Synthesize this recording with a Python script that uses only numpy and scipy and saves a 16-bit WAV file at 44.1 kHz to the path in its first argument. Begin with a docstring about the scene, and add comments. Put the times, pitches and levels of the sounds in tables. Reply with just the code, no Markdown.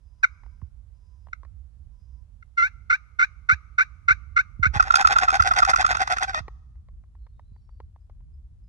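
"""Three clucks, each softer, and a run of mostly raspy yelps, then a squealing gobble in quiet spring woods.
A striker sticks and slips on a pot call; a box call is then shaken, its lid rubbing to and fro on the rim.
Friction pulses and noise excite each call's body; two microphone ports hear it with an echo from the woods.
Handling ticks, clothing bumps, far birds, a thin whine, leaf hiss and low wind lie underneath."""
import sys
import numpy as np
from scipy import signal
from scipy.fft import rfft, irfft, next_fast_len
from scipy.io import wavfile
from scipy.ndimage import uniform_filter1d, minimum_filter1d, map_coordinates

SR = 44100
rng = np.random.default_rng(int(sys.argv[2]) if len(sys.argv) > 2 else 0)


def wav_record(signal):
    """Record a signal, one row per channel, as 16-bit PCM in the file named by sys.argv[1]."""
    frames = np.transpose(np.atleast_2d(signal))
    bounded = np.clip(frames, -1, 1)
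    # unit amplitude maps onto the largest positive 16-bit level
    quanta = np.round(bounded * 32767).astype(np.int16)
    wavfile.write(sys.argv[1], SR, quanta)


N = 382788
TIME = np.arange(N) / SR
NOISE = rng.standard_normal(2 * N)
TOP_HZ = 15900
# box call body response: (frequency [Hz], relative level [dB])
BOX_BODY = [(200, -17), (520, -12.5), (760, 0), (1020, -1), (1350, 5), (1750, 2.5), (2050, 1),
            (2280, -14.5), (2570, -6), (2950, -23.5), (3350, -12.5), (6600, -21.5), (7400, -28.5),
            (11700, -41.5)]


def undb(db):
    """Decibels to amplitude gain."""
    return 10 ** (np.asarray(db) / 20)


def level(x, db):
    """Scale to an rms level in dB."""
    return x * undb(db) / np.sqrt(np.mean(x ** 2))


def add(track, start_s, x):
    """Mix a sound into a track at a time."""
    i = max(int(start_s * SR), 0)
    track[i:i + len(x)] += x[:max(N - i, 0)]


def course(length_s):
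    """Progress from 0 to 1 over a note."""
    return np.linspace(0, 1, int(length_s * SR))


def wander(n, rate_hz):
    """Random motion, spread near 1: straight lines between rate_hz random knots a second."""
    knots = np.arange(n) * rate_hz / SR
    return np.interp(knots, np.arange(N), NOISE[rng.integers(N):][:N])


def colour(x, points):
    """Minimum-phase (causal) filter with a (Hz, dB) response, built from its cepstrum."""
    n = 2 * next_fast_len(len(x) // 2 + 1024)
    hz, db = np.transpose(points)
    f = np.maximum(np.fft.rfftfreq(n, 1 / SR), 1)
    cepstrum = irfft(np.log(undb(np.interp(np.log(f), np.log(hz), db))))
    # fold onto positive time
    cepstrum[1:n // 2] *= 2
    cepstrum[n // 2 + 1:] = 0
    response = np.exp(rfft(cepstrum))
    return irfft(rfft(x, n) * response)[:len(x)]


def ring(x, body, db):
    """A short excitation rings out in a body; db is the rms of its energy spread over the excitation."""
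    y = colour(np.pad(x, (0, SR // 50)), body)
    return y * undb(db) / np.sqrt(np.sum(y ** 2) / len(x))


def stick_slip(hz, tilt_db):
    """Friction pulses at a moving pitch: 18 harmonics that change by tilt_db an octave."""
    k = np.arange(1, 19)[:, None]
    weight = undb(tilt_db * np.log2(k)) * (k * hz < TOP_HZ)
    phase = 2 * np.pi * np.cumsum(hz) / SR
    return np.sum(weight * np.cos(k * phase), axis=0)


def scrape(n, patchy_db):
    """Chalked wood rubbing in uneven grains: noise of wandering level."""
    return rng.standard_normal(n) * undb(patchy_db * wander(n, 350))


def place(x, ports):
    """Two ports: nearby bodies shade and delay the left one differently at each pitch."""
    f = np.fft.rfftfreq(N, 1 / SR)
    hz, *columns = np.transpose(ports)
    db, lag_ms = (np.interp(np.log(f + 1), np.log(hz), c) for c in columns)
    late = np.exp(-2j * np.pi * f * lag_ms / 1000)
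    return irfft(rfft(x) * np.array([late * undb(db / 2), undb(-db / 2)]), N)


def sway(pair):
    """The hand sways, so the sound reaches the left port a little earlier or later."""
    lag_s, rate_hz = .000025, 9
    at = np.arange(N) + lag_s * SR * wander(N, rate_hz)
    return np.array([map_coordinates(pair[0], [at], mode="nearest"), pair[1]])


def wind():
    """Low rumble as wind buffets the ports, partly in common, at first mostly the right one."""
    # rumble spectrum: (frequency [Hz], relative level [dB per Hz])
    rumble = [(13, -50.5), (22, -6), (29, -12), (36, -3), (60, 2.5), (89, -7), (264, -38), (296, -45),
              (342, -45), (456, -59), (500, -48.5), (650, -71.5), (1100, -120)]
    # wind strength: (time [s], level [dB])
    gust = [(0, -46), (2.2, -47.5), (3.8, -45.5), (4.3, -42), (4.5, -44.5), (4.7, -37), (5.4, -38),
            (6.3, -40.5), (7.1, -46.5), (8.68, -42.5)]
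    # balance of the ports: (time [s], left minus right [dB])
    pan = [(4.7, -13.5), (6.5, -.3)]
    buffet_db, buffet_hz = 2.5, 7.1
    gust_db = np.interp(TIME, *np.transpose(gust)) + buffet_db * wander(N, buffet_hz)
    pan_db = np.interp(TIME, *np.transpose(pan))
    ports = undb(np.array([pan_db, -pan_db]) / 2)
    common, left, right = (level(colour(rng.standard_normal(N), rumble), 0) for _ in range(3))
    mixed = 0.94 * common + .4 * np.array([left, right])
    return mixed * ports / ports.mean(axis=0) * undb(gust_db)


def leaves():
    """Very faint leaf hiss: independent noise in each port, slowly settling."""
    # hiss spectrum: (frequency [Hz], relative level [dB per Hz])
    hiss = [(180, -20), (400, 1), (1100, -3), (2000, -11), (5000, -14), (11000, -17.5), (15000, -46)]
    # slow swell: (time [s], gain [dB])
    swell = [(4.5, 1), (6.8, -2.5)]
    pair = np.array([level(colour(rng.standard_normal(N), hiss), -79) for _ in range(2)])
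    return pair * undb(np.interp(TIME, *np.transpose(swell)) + 0.48 * wander(N, 0.95))


def woods(x, t60_s, wet_db, near_db):
    """Quick scatter off the leaf litter, then a thin long echo from the trees, by noise convolution."""
    t = np.arange(int(1.5 * SR)) / SR
    # echo colours: (frequency [Hz], relative level [dB])
    trunks = [(200, -18.5), (700, -0.5), (1150, 9), (1500, -9), (1800, -2), (2200, -4), (3000, 5),
              (3900, -0.5), (5200, 6), (6300, 6.5), (11000, -11.5)]
    litter = [(500, -0.5), (1500, -9), (3000, 2.5), (6000, 2.5), (10000, -1.5)]
    far_gain = undb(wet_db - 60 * t / t60_s)
    near_gain = undb(near_db) * (np.exp(-t / 0.016) + 4 * np.exp(-t / 0.0032))
    ports = []
    for _ in range(2):
        far = colour(rng.standard_normal(len(t)) * far_gain, trunks)
        near = colour(rng.standard_normal(len(t)) * near_gain, litter)
        ports.append(signal.fftconvolve(x, far + near)[:N])
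    return np.array(ports)


def whine():
    """A faint whine comes and goes: two flickering sine lines with a soft high noise chirr."""
    # spells: (time [s], length [s])
    spells = [(0, 0.71), (0.94, 0.34), (1.911, 0.33)]
    # sine lines: (frequency [Hz], level [dB])
    lines = [(1000, -84.5), (5000, -89)]
    # chirr spectrum: (frequency [Hz], relative level [dB per Hz])
    chirr = [(4200, -40.5), (5000, 1), (5400, -5.5), (5900, -2), (6300, -6.5), (7000, -42.5)]
    chirr_db = -89
    out = np.zeros(N)
    for s, length, in spells:
        u = course(length)
        fade = np.abs(np.sin(np.pi * u)) ** .3
        add(out, s, level(colour(rng.standard_normal(len(u)), chirr) * fade, chirr_db))
        for hz, db in lines:
            phase = 2 * np.pi * hz * length * u + 1.1 * wander(len(u), 60)
            line = np.sin(phase) * undb(4 * wander(len(u), 30))
            add(out, s, level(line * fade, db))
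    return out


def birds():
    """Thin wavering whistles from deep in the trees, each with an exponential echo tail."""
    # notes: (time [s], length [s], mean pitch [Hz])
    notes = [(7.171, 0.097, 4220), (7.32, 0.062, 3800), (7.43, .08, 4030), (7.51, 0.086, 4530),
             (7.583, 0.083, 5460), (7.674, .07, 4600), (8.0, .02, 4980), (8.317, .025, 5050),
             (8.63, 0.026, 5070)]
    bird_db, echo_share, warble = -88, 1.2, .01
    out, t = np.zeros(N), np.arange(SR // 2) / SR
    for s, length, hz in notes:
        # many paths through the wood blur each note into a narrow band
        blur = wander(len(t), 160) + 1j * wander(len(t), 160)
        pitch = hz * (1 + warble * wander(len(t), 50))
        tone = np.exp(2j * np.pi * np.cumsum(pitch) / SR)
        whistle = level(np.real(blur * tone), bird_db)
        attack = np.minimum(2 * t / length, 1)
        echo = np.exp(-np.maximum(t - length, 0) / (echo_share * length))
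        add(out, s, whistle * attack * echo)
    return out


def bumps():
    """Clothing against the microphone: low damped thuds that sink in pitch as they die."""
    # thuds: (time [s], relative level [dB])
    thuds = [(0.624, -34.5), (3.524, -30.5), (4.108, -35), (4.594, -28), (4.664, -25.5), (4.76, -25),
             (5.398, -30), (6.405, -36), (7.517, -46)]
    out, t = np.zeros(N), np.arange(SR // 5) / SR
    hz = 62 + 85 * np.exp(-t / 0.01)
    thud = np.sin(2 * np.pi * np.cumsum(hz) / SR) * (1 - np.exp(-t / 0.0037)) * np.exp(-t / 0.025)
    for s, db in thuds:
        add(out, s, undb(db + 5) * thud)
    return out


def ticks():
    """Soft taps as the calls are handled: coloured noise bursts that decay in milliseconds."""
    # taps: (time [s], peak level [dB])
    taps = [(0.435, -45.5), (0.463, -46.5), (0.616, -47), (1.27, -44), (1.285, -49), (1.432, -42.5),
            (1.45, -47), (6.481, -30.5), (6.755, -62), (7.037, -60), (6.886, -50), (7.152, -53.5),
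            (7.267, -49), (7.395, -42), (7.563, -55.5), (7.692, -49.5), (7.802, -36), (7.961, -47.5),
            (8.097, -46.5), (8.206, -61)]
    # tap colour: (frequency [Hz], relative level [dB])
    tap_body = [(150, -14), (450, -1), (750, 1), (1080, 5.5), (1450, -9.5), (1900, -5), (2600, -20),
                (5500, -27.5), (10000, -52)]
    out, t = np.zeros(N), np.arange(1024) / SR
    for s, db in taps:
        tap = colour(rng.standard_normal(len(t)) * np.exp(-t / 0.0026), tap_body)
        add(out, s, tap * undb(db) / np.abs(tap).max())
    return out


def pot_call():
    """The striker chatters early in a yelp, breaks, then settles to a clean rising note; clucks are pops."""
    # yelps: (time [s], length [s], nominal pitch [Hz], level [dB], raspy until [share], rasp depth [0-1])
    yelps = [(2.57, 0.12, 706.5, -19, 0.35, 0.074), (2.896, 0.07, 728, -18, 0.36, 0.84),
             (3.187, 0.069, 732.7, -17, 0.48, 1), (3.487, 0.063, 736.6, -15.5, 0.26, 0.97),
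             (3.779, 0.06, 740, -16.5, 0.38, 1), (4.079, 0.057, 722, -14.5, .4, 0.93),
             (4.36, 0.06, 715.6, -17, 0.39, 1), (4.625, 0.056, 717, -17, 0.45, 1)]
    # course of one yelp, breaking midway: (progress [0-1], pitch [ratio], relative level [dB])
    stroke = [(0, 1.02, -21.5), (0.11, .99, 2), (0.3, .98, -0.5), (.42, 1.02, 1.5), (0.501, .9, -11.5),
              (0.589, .99, 4), (.72, 1.04, 1.5), (.86, 1.1, -4), (.95, 1.28, -12), (1, 0.94, -42.5)]
    # clucks: (time [s], length [s], start pitch [Hz], end pitch [Hz], level [dB])
    clucks = [(0.227, 0.028, 866, 662, -14.5), (1.328, 0.0088, 782, 645, -29.5),
              (2.422, 0.011, 750, 670, -49.5)]
    # pot body response: (frequency [Hz], relative level [dB])
    pot_body = [(300, -44), (520, -29), (680, -48), (950, -24.5), (1250, 4.5), (1480, 1), (1800, -10),
                (2100, -1.5), (2600, -14.5), (3150, -44.5), (3550, -32), (3950, -22), (4700, -34.5),
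                (6100, -29.5), (15000, -74.5)]
    out = np.zeros(N)
    progress, ratio, stroke_db = np.transpose(stroke)
    for s, length, hz, db, until, depth in yelps:
        u = np.interp(course(length), [0, until, 1], [0, .5, 1])
        rasp = depth * np.interp(u, [.12, .24, .5, .58], [0, 1, 1, 0])
        # a gentle stroke hardly breaks
        mend = (1 - depth) * np.interp(u, [.25, .42, .5, .59], [0, 1, 1, 0])
        jitter = (.012 + .085 * rasp) * wander(len(u), 1100)
        pitch = hz * (np.interp(u, progress, ratio) * (1 - mend) + .96 * mend) * (1 + jitter)
        force_db = np.interp(u, progress, stroke_db) * (1 - mend)
        # in the rasp every third slip is stronger and the grip flutters
        third = np.cos(2 * np.pi * np.cumsum(pitch) / SR / 3)
        flutter = np.tanh(2 * wander(len(u), 350))
        chatter = (1 + .7 * rasp * third) * (1 + .45 * rasp * flutter)
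        grit = (.38 + .4 * rasp) * rng.standard_normal(len(u))
        slips = stick_slip(pitch, tilt_db=-2.5) * chatter + grit
        add(out, s, ring(slips * undb(force_db), pot_body, db))
    for s, length, start_hz, end_hz, db in clucks:
        u = course(length)
        pitch = (start_hz + (end_hz - start_hz) * u) * (1 + .015 * wander(len(u), 1200))
        slips = stick_slip(pitch, tilt_db=-3.0) + 0.95 * rng.standard_normal(len(u))
        add(out, s, ring(slips * np.sin(np.pi * u) ** 2, pot_body, db))
    return out


def push(length_s, db):
    """The lid swings out: a falling squeal, higher when pushed hard, over a light scrape."""
    base_hz, hard_db, hz_per_db, fall_share, scrape_db = 1284, -13, 12, 0.21, -28
    u = course(length_s)
    arc = np.abs(np.sin(np.pi * u))
    hz = base_hz + hz_per_db * max(db - hard_db, 0)
    pitch = hz * (1 - fall_share * (u - .5)) * (1 + 0.035 * wander(len(u), 450))
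    grip = arc ** 1.7 * undb(2.8 * wander(len(u), 250))
    slips = stick_slip(pitch, tilt_db=-18.5) + 0.25 * scrape(len(u), patchy_db=6.5)
    squeal = ring(slips * grip, BOX_BODY, db)
    return squeal + ring(scrape(len(u), patchy_db=5) * arc ** 1.6, BOX_BODY, scrape_db)


def drag(hz, db):
    """The lid drags back: a low tone plus rasping skips; db is relative."""
    length_s, tone_db, scrape_db = 0.052, -6.5, -1
    u = course(length_s)
    swell = np.abs(np.sin(np.pi * u)) ** 0.85
    bend = .06 * rng.standard_normal() * (u - .5) + .015 * rng.standard_normal()
    pitch = hz * (1 + .1 * (u - .5) ** 2 + bend) * (1 + 0.059 * wander(len(u), 800))
    tone = ring(stick_slip(pitch, tilt_db=-17.5) * swell, BOX_BODY, db + tone_db)
    # the lid skips in quick bursts, which break up the upper partials
    bounce_hz = 120 * (1 + .3 * wander(len(u), 200))
    bounce = 1 + 0.54 * np.cos(2 * np.pi * np.cumsum(bounce_hz) / SR)
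    skips = stick_slip(hz * (1 + 0.13 * wander(len(u), 700)), tilt_db=-0.5)
    rasp = (skips + 2.2 * scrape(len(u), patchy_db=6.0)) * bounce * swell
    return tone + ring(rasp, BOX_BODY, db + scrape_db)


def knock(db, squeak_db):
    """The lid catches on the rim: a bright noise crack and a brief squeak, squeak_db relative to db."""
    crack_db, decay_s, squeak_hz, squeak_s = 6, 0.0026, 1354, 0.0085
    t = course(.03) * .03
    # differencing brightens the noise
    burst = np.diff(rng.standard_normal(len(t) + 1)) * (1 - np.exp(-t / 0.0014)) * np.exp(-t / decay_s)
    crack = colour(burst, BOX_BODY)
    grip = np.sin(np.pi * np.minimum(t / squeak_s, 1)) ** 2
    pitch = squeak_hz * (1 + .09 * wander(len(t), 600))
    squeak = colour(stick_slip(pitch, tilt_db=-9) * grip, BOX_BODY)
    crack *= undb(db + crack_db) / np.abs(crack).max()
    return crack + squeak * undb(db + squeak_db) / np.abs(squeak).max()


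def slow_slides(out):
    """The last two slow slides of the lid: stick-slip at a gliding pitch plus scrape."""
    # slide course: (time [s], pitch [Hz], level [dB])
    slide = [(6.272, 790, -44), (6.283, 780, -25), (6.302, 770, -27), (6.328, 733.7, -48.5),
             (6.347, 661, -26.5), (6.362, 601.4, -24.5), (6.389, 640.4, -26.5), (6.408, 740, -47)]
    s, hz, db = np.transpose(slide)
    t = s[0] + course(s[-1] - s[0]) * (s[-1] - s[0])
    pitch = np.interp(t, s, hz) * (1 + 0.0088 * wander(len(t), 902))
    slips = stick_slip(pitch, tilt_db=-1.5) + 1.5 * scrape(len(t), patchy_db=8.5)
    add(out, s[0], level(colour(slips, BOX_BODY), 0) * undb(np.interp(t, s, db)))


def rubbing():
    """The lid never leaves the rim while shaken: a continuous scrape through the box body."""
    # rubbing strength: (time [s], level [dB])
    strength = [(4.72, -68.5), (4.74, -42.5), (4.77, -31.5), (4.788, -43.5), (4.87, -42), (5.1, -39.5),
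                (5.9, -41.5), (6.379, -50), (6.43, -87)]
    s, db = np.transpose(strength)
    active = (TIME > s[0]) * (TIME < s[-1])
    return level(colour(scrape(N, patchy_db=-0.5), BOX_BODY), 0) * undb(np.interp(TIME, s, db)) * active


def box_call():
    """About nine shakes a second, each a squealing push, a knock, a rasping drag and a second knock."""
    # shakes: (push middle [s], push length [s], squeal level [dB], lid turn [s],
    #          turn knock relative level [dB], drag relative level [dB], stop knock relative level [dB])
    shakes = [(4.804, .02, -9.5, 4.824, -25.5, -34.5, -42.5),
              (4.908, .012, -10.5, 4.921, -30.5, -38, -42.5), (4.943, 0.011, -8, 4.955, -12, -22, -17.5),
              (5.054, .023, -9.5, 5.071, -17, -21, -24.5), (5.168, .028, -14.5, 5.184, -18.5, -21.5, -25),
              (5.288, .026, -14, 5.302, -21.5, -21.5, -23.5),
              (5.404, .021, -11.5, 5.421, -21, -22.5, -19.5),
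              (5.517, .025, -15.5, 5.535, -26.5, -20, -13.5), (5.63, .024, -12, 5.648, -20.5, -20, -18),
              (5.741, .02, -14, 5.759, -19, -21, -19), (5.85, .02, -15, 5.863, -23, -22, -20),
              (5.953, .022, -25, 5.968, -26.5, -22.5, -23), (6.079, .016, -36, 6.073, -30, -21.5, -22),
              (6.171, .022, -34.5, 6.182, -27, -25, -22.5)]
    drag_delay_s, drag_hz, sag_hz_per_s = .021, 772.6, 24
    return_s, quicken_s_per_s = .055, .005
    turn_squeak_db, stop_squeak_db = 9.5, -1
    rebound_s, rebound_db, rebound_squeak_db = .013, -12.5, 13.5
    out = np.zeros(N)
    # the lid is drawn back once before the first shake
    add(out, 4.735, drag(814, -28.5))
    for middle, length, squeal_db, turn, turn_db, drag_db, stop_db in shakes:
        # swings quicken and drags flatten as the shaking goes on
        elapsed = turn - shakes[0][3]
        elapsed += shakes[0][3] - shakes[0][0]  # counted from the first push
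        add(out, middle - length / 2, push(length, squeal_db))
        add(out, turn + drag_delay_s, drag(drag_hz - sag_hz_per_s * elapsed, drag_db))
        stop = turn + return_s - quicken_s_per_s * elapsed
        for at, db, squeak_db in (turn, turn_db, turn_squeak_db), (stop, stop_db, stop_squeak_db):
            add(out, at, knock(db, squeak_db))
            add(out, at + rebound_s, knock(db + rebound_db, rebound_squeak_db))
    slow_slides(out)
    out += rubbing()
    return signal.sosfilt(signal.butter(8, 11300, fs=SR, output="sos"), out)


def scene():
    """Both calls reach the right port first; woods and small sounds join them."""
    # port differences: (frequency [Hz], left minus right [dB], left delay [ms])
    pot_side = [(850, 0, .12), (1150, -2, .39), (1300, -5, .26), (1500, -3, .2), (2050, 3, .14),
                (2600, 0, .27), (4000, 0, .24), (6000, 1, .21)]
    box_side = [(750, 0, .19), (1080, 1, .28), (1260, -2, .39), (1450, -8, .27), (1900, 2, .32),
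                (2300, 0, .39), (5000, 0, .33)]
    cloth_side = [(60, -12.5, 0.014), (197.7, -18, 0.0063)]
    tick_side = [(500, 0, .08), (3000, 0, .08)]
    pot, box = pot_call(), box_call()
    near = place(pot, pot_side) + sway(place(box, box_side))
    small = place(ticks(), tick_side) + place(bumps(), cloth_side) + birds() + whine()
    echo = woods(pot + box, t60_s=0.94, wet_db=-67, near_db=-40.5)
    return near + small + echo + wind() + leaves()


def record(dry):
    """Thin the deepest rumble, turn down the highest peaks in both ports alike and cut the top."""
    x = signal.sosfilt(signal.butter(3, 33, "high", fs=SR, output="sos"), dry)
    peak_gain = .92 / np.maximum(np.abs(x).max(axis=0), .92)
    gain = uniform_filter1d(minimum_filter1d(peak_gain, size=301), size=301)
    return signal.sosfilt(signal.ellip(8, .2, 70, TOP_HZ, fs=SR, output="sos"), x * gain)


dry = scene()
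out = record(dry)
wav_record(out)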